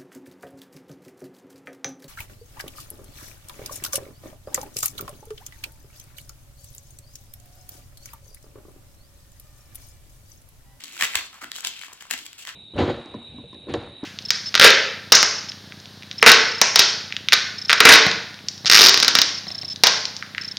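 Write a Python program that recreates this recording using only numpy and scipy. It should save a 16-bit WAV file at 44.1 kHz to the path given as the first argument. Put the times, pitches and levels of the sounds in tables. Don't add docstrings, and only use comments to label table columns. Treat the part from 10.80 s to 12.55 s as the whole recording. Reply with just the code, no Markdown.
import sys
import numpy as np
from scipy import signal
from scipy.fft import rfft, irfft
from scipy.io import wavfile
from scipy.ndimage import uniform_filter1d

SR = 44100
rng = np.random.default_rng(int(sys.argv[2]) if len(sys.argv) > 2 else 0)


def how_loud(loudness_db):
    steps = np.asarray(loudness_db, float) / 20
    return 10 ** steps


def int16_out(signal):
    q = np.round(np.clip(np.atleast_2d(signal).T, -1, 1) * 32767)
    wavfile.write(sys.argv[1], SR, q.astype(np.int16))


N = 77175


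def evened(x):
    return x / np.sqrt(np.mean(x ** 2) + 1e-20)


def read(points, hz):
    f, value = np.transpose(points)
    return np.interp(np.log(hz + 1), np.log(f + 1), value)


def add(mix, start_s, sound):
    part = mix[max(round(start_s * SR), 0):][:len(sound)]
    part += sound[:len(part)]


def highpass(x, hz):
    return signal.lfilter(*signal.butter(2, hz, "high", fs=SR), x)


def skin(pitch_hz, treble_db, size=512):
    # f/Hz at 2400 Hz pitch, level/dB
    body = [(100, -52), (400, -25), (800, -9), (1400, -2), (3300, 0), (5000, -9), (7000, -11), (9000, -25)]
    # f/Hz, level/dB
    tick = [(3000, -15), (5000, -6.5), (6600, -3.5), (7900, 1), (8600, -13.5), (11000, -10), (15500, -15),
            (17000, -7.5)]
    q, upper_ratio, upper_db, body_db, tick_db = 4.5, 1.55, -8, -10, treble_db - 3.5
    f = abs(np.fft.fftfreq(4 * size, 1 / SR)) + 1

    def mode(hz):
        return 1 / (1 + (q * (f / hz - hz / f)) ** 2)

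    power = mode(pitch_hz) + how_loud(2 * upper_db) * mode(pitch_hz * upper_ratio) ** 2
    power = power / (1 + (pitch_hz / 2 / f) ** 4)
    power = power / (1 + (f / pitch_hz / 2) ** 2)
    power = power + how_loud(2 * (body_db + read(body, f * np.sqrt(2400 / pitch_hz))))
    power = power + how_loud(2 * (tick_db + read(tick, f)))
    spectrum = np.exp(np.conj(signal.hilbert(np.log(power) / 2)))
    return np.fft.ifft(spectrum).real[:size]


def snaps():
    # t/s, peak/dB, skin pitch f/Hz, treble/dB
    twists = [(.002, -40, 3800, -4), (.006, -32, 2100, -4), (0.018, -39, 3500, -13), (.038, -20.5, 4000, -2),
              (0.056, -32, 4000, -7), (.068, -34, 4100, -8), (.088, -38, 3000, -12), (0.094, -36, 3200, 8),
              (0.043, -23, 3000, 0.5), (.080, -32.5, 2960, -5), (0.111, -39, 2980, -15),
              (.123, -30, 3040, 4), (0.147, -40, 2800, -14), (.156, -30, 2170, -1), (.162, -39, 2000, -1),
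              (0.1668, -25.5, 1490, -7), (.170, -37, 3000, 0), (0.177, -29.5, 2900, -12),
              (0.184, -38, 3000, -13), (0.191, -22.5, 2430, -8), (0.197, -24, 1700, 11),
              (0.2008, -21.5, 1800, -12), (0.2103, -10.5, 2480, -8), (0.217, -15, 2000, 2),
              (.2233, -3.5, 1870, -11), (.246, -11, 2530, 12), (.2665, -20, 2000, 10),
              (0.3456, -22, 1720, -16), (0.351, -20.5, 1540, -14), (.3542, -4, 2680, -5.5),
              (.3546, -16.5, 1190, -6.5), (.372, -25, 2500, -8), (.410, -30.5, 1040, -16),
              (.529, -36.5, 2380, -8), (.542, -38, 1180, 12.5), (0.614, -50, 1270, -2),
              (0.637, -33, 1180, -8), (0.6423, -21.5, 1900, -13), (.7165, -18, 3900, -6),
              (.717, -26, 1850, -9), (.757, -25, 2800, -8), (.762, -19, 3570, 0.5), (0.784, -22.5, 1400, -6),
              (0.806, -19.5, 2510, 7.5), (.822, -33, 3000, 8), (0.8481, -10, 3350, -9),
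              (.871, -9.5, 3020, 1), (0.879, -24.5, 4200, -8), (0.885, -37, 2950, 4),
              (.992, -26, 3940, -2), (1.022, -31.5, 2690, -27), (1.014, -27, 2000, -11),
            (1.035, -26.5, 1690, -21), (1.047, -31.5, 2040, -7), (1.058, -38, 3200, -2),
            (1.082, -34, 1080, -12.5), (1.129, -29.5, 1130, -3.5), (1.1326, -26.5, 3900, 16),
            (1.174, -42, 3250, -12), (1.208, -34, 3000, -12), (1.223, -26.5, 1150, -5.5),
            (1.253, -36.5, 1040, -14), (1.268, -37, 1300, -6), (1.298, -33.5, 2500, 0),
            (1.304, -25, 1790, -7), (1.3095, -10, 2760, -0.5), (1.311, -9.5, 1830, -4),
            (1.316, -19, 2400, -2), (1.323, -27, 3050, -19), (1.3285, -21, 3000, -7),
            (1.3355, -16, 2260, -2), (1.338, -15.5, 1930, -12.5), (1.341, -26, 2700, -13),
            (1.358, -42, 3020, 4), (1.377, -23.5, 3360, -1), (1.389, -25, 3100, -7),
            (1.4638, -23.5, 2970, -4.5), (1.530, -27.5, 2880, -2.5), (1.589, -30.5, 2860, 1),
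            (1.622, -39, 2970, -2), (1.651, -24, 1995, -8), (1.672, -22, 2920, -7.5),
            (1.678, -28, 1080, -17), (1.684, -31.5, 2960, -8), (1.690, -24.5, 2800, -21),
            (1.70, -35, 1490, -15), (1.71, -35.5, 3580, -19), (1.725, -36, 1600, -5)]
    slip_count, volley_s, rise_s = 14, .0032, .0006
    fade_db, spread_db, settle_db_per_ms = -14, 4, -3
    settle = how_loud(settle_db_per_ms * np.arange(250) / SR * 1000)
    out, rows = np.zeros(N), twists
    draws = rng.random((len(rows), 3, slip_count))
    for (start_s, peak_db, pitch_hz, treble_db), (jitter, sign, loudness) in zip(rows, draws):
        when = (np.arange(slip_count) + jitter) / slip_count
        size = np.sign(sign - .5) * how_loud(fade_db * when + 2 * spread_db * (loudness - 1))
        size = size * np.minimum(when * volley_s / rise_s, 1)
        slips = np.zeros(500)
        np.add.at(slips, np.minimum(when * volley_s * SR, 499).astype(int), size)
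        z = rfft(slips)
        slips = irfft(z / uniform_filter1d(abs(z), size=11))
        sound = np.convolve(slips[:250] * settle, skin(pitch_hz, treble_db))
        add(out, start_s, how_loud(peak_db + 1.84) * sound / abs(sound).max())
    return out


def drags():
    # t/s, length/s, level/dB, skin pitch f/Hz, treble/dB
    strokes = [(0, 0.036, -53, 3000, -10), (0.036, 0.086, -51, 2370, -5), (0.124, 0.09, -45.5, 2480, -2),
               (0.193, 0.032, -39, 2000, -5.5), (0.206, .014, -31.5, 1950, -17),
               (0.228, 0.019, -27, 2050, -8.5), (.242, 0.017, -31.5, 2560, -8),
               (.229, 0.0095, -33, 1210, -13), (0.256, 0.12, -40, 2200, -7),
               (0.351, 0.017, -37, 2270, -0.5), (0.363, 0.035, -34, 2320, -14),
               (0.386, 0.087, -47.5, 1130, -2.5), (0.524, 0.071, -51, 1210, -13),
               (0.61, 0.037, -40, 1220, -11.5), (0.738, 0.069, -43.5, 3200, -2),
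               (0.837, 0.05, -36.5, 3150, -4), (0.825, 0.031, -46.5, 1470, -32),
               (0.902, 0.1, -46.5, 2780, -10), (1.005, 0.068, -47, 2650, -4.5),
               (1.093, 0.038, -53.5, 986, -18), (1.202, 0.026, -48.5, 1720, -6),
               (1.303, 0.049, -42, 2530, -9), (1.375, 0.07, -49, 3100, 1), (1.448, 0.025, -45.5, 2780, 1),
               (1.577, 0.065, -45.5, 2820, -2.5), (1.661, 0.052, -41.5, 1830, -10)]
    slips_per_s, spread_db, clump_db, edge_s = 4500, 3.2, 3.0, .006
    clumps = evened(uniform_filter1d(rng.standard_normal(N), size=130))
    slips = how_loud(spread_db * np.minimum(rng.exponential(1, N), 4) + clump_db * clumps)
    slips *= (rng.random(N) < slips_per_s / SR) * rng.choice([-1., 1.], N)
    out = np.zeros(N)
    for start_s, length_s, level_db, pitch_hz, treble_db in strokes:
        t = np.arange(0, length_s, 1 / SR)
        first = max(round(start_s * SR), 0)
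        pressure = np.clip(np.minimum(t, length_s - t) / edge_s, 0, 1)
        stroke = pressure * slips[first:first + len(t)]
        add(out, start_s, how_loud(level_db) * evened(np.convolve(stroke, skin(pitch_hz, treble_db))))
    return out


def thumps():
    # t/s, level/dB, f/Hz, t60/s
    knocks = [(.02, -53.5, 285.8, 0.81), (0.139, -55, 341, 0.37), (.224, -33.5, 258, 0.051),
              (.23, -43.5, 108, 0.1), (0.354, -36.5, 89, 0.089), (0.627, -49, 557, 0.071),
              (.626, -41.5, 289, 0.09), (0.645, -35.5, 282, 0.086), (.675, -46, 263, 0.071),
              (.38, -46, 287, 0.18), (.85, -40, 690, 0.076), (1.080, -32, 334, 0.015),
              (1.13, -39, 450, 0.0087), (1.2213, -26.5, 480, 0.0068), (1.311, -31, 750, 0.02),
              (1.312, -36, 258, 0.061), (1.337, -25, 850, 0.025), (1.339, -34.5, 260, 0.047),
              (1.403, -56, 293, 0.35)]
    rough = .5
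    out, t = np.zeros(N), np.arange(SR // 4) / SR
    wobble = rng.standard_normal((len(knocks), len(t)))
    wobble = evened(uniform_filter1d(uniform_filter1d(wobble, size=300), size=300))
    for (start_s, level_db, hz, t60_s), shake in zip(knocks, wobble):
        phase = 2 * np.pi * hz * t + rough * (shake[::-1] - shake[-1])
        tone = (1 + rough * shake) * np.sin(phase) / (1 + rough * abs(shake[0]))
        rise = np.minimum(t / min(0.0031, t60_s / 12), 1)
        ring = how_loud(level_db - 60 * t / t60_s) * rise * tone
        add(out, start_s, highpass(ring, hz / 3))
    return out


def room(x):
    # f/Hz, t60/s
    decay = [(250, 0.45), (700, 0.34), (1800, 0.25), (4600, 0.41), (9000, 0.17), (15000, 0.21)]
    # f/Hz, correlation/1
    likeness = [(200, 1), (1500, 0.26), (4000, 0.18), (12000, 0.074)]
    gap_s, rise_s, dullness = .003, .0074, 0.05
    taps = np.zeros((2, SR // 2))
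    at = np.arange(0, SR // 2 - 10, 10) + rng.integers(0, 10, (2, SR // 20 - 1))
    np.put_along_axis(taps, at, rng.choice([-1., 1.], at.shape), 1)
    hz, t, z = signal.stft(taps, SR, nperseg=256)
    same = np.clip(read(likeness, hz), 0, 1)[:, None]
    z = np.array([z[0], same * z[0] + np.sqrt(1 - same ** 2) * z[1]])
    z = z * how_loud(-60 * t / read(decay, hz)[:, None]) / (1 + hz[:, None] / 4000) ** dullness
    tail = signal.istft(z, SR, nperseg=256)[1]
    tail = tail * np.clip((np.arange(tail.shape[1]) / SR - gap_s) / rise_s, 0, 1)
    return signal.fftconvolve(x[None], tail / np.linalg.norm(tail[0]), axes=1)[:, :N]


def hush():
    # f/Hz, level/dB per Hz
    spectrum = [(25, -13), (60, -2), (285, -8.5), (500, -16.5), (2900, -3.5), (7700, -13.5), (9000, -16.5),
                (15800, -25)]
    level_db, same = -53.5, 0.76
    a, b = rng.standard_normal((2, N))
    z = rfft(np.array([a, same * a + np.sqrt(1 - same ** 2) * b]))
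    z = z * how_loud(read(spectrum, np.fft.rfftfreq(N, 1 / SR)))
    return how_loud(level_db) * evened(irfft(z, N))


def scene():
    # t/s, lean to the left/dB
    hands = [
        (0, -1.5),
        (.33, -2.5),
        (.77, -.5),
        (1.2, 2.5),
        (1.45, -.5),
        (1.75, -.5),
    ]
    skin_low_hz, patch_low_hz, patch_db = 200, 2800, -2.5
    room_db, air_to_room_db = -6, -6
    rubber = highpass(snaps() + drags(), skin_low_hz)
    air = thumps()
    patches = highpass(snaps() + drags(), patch_low_hz)
    lean_db = np.interp(np.arange(N) / SR, *np.transpose(hands)) / 2
    direct = (rubber + air) * how_loud([lean_db, -lean_db])
    direct = direct + how_loud(patch_db) * np.array([patches, -patches])
    return direct + how_loud(room_db) * room(rubber + how_loud(air_to_room_db) * air) + hush()


def top_cut(x):
    return signal.sosfilt(signal.butter(12, 16820, fs=SR, output="sos"), x)


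def record(dry):
    lag_s, left_db, edge_hz = 8e-5, 2.5, 15900
    hz = np.fft.rfftfreq(N, 1 / SR)
    lean = how_loud(left_db * np.clip(abs(hz - 1000) / 1500 - .3, 0, 1) / 2)
    ports = np.array([lean, np.exp(-2j * np.pi * hz * lag_s) / lean])
    ports = ports * np.clip((edge_hz - hz) / 900 + 1, 0, 1) ** 3
    return top_cut(irfft(rfft(dry) * ports, N))


dry = scene()
out = record(dry)
int16_out(out)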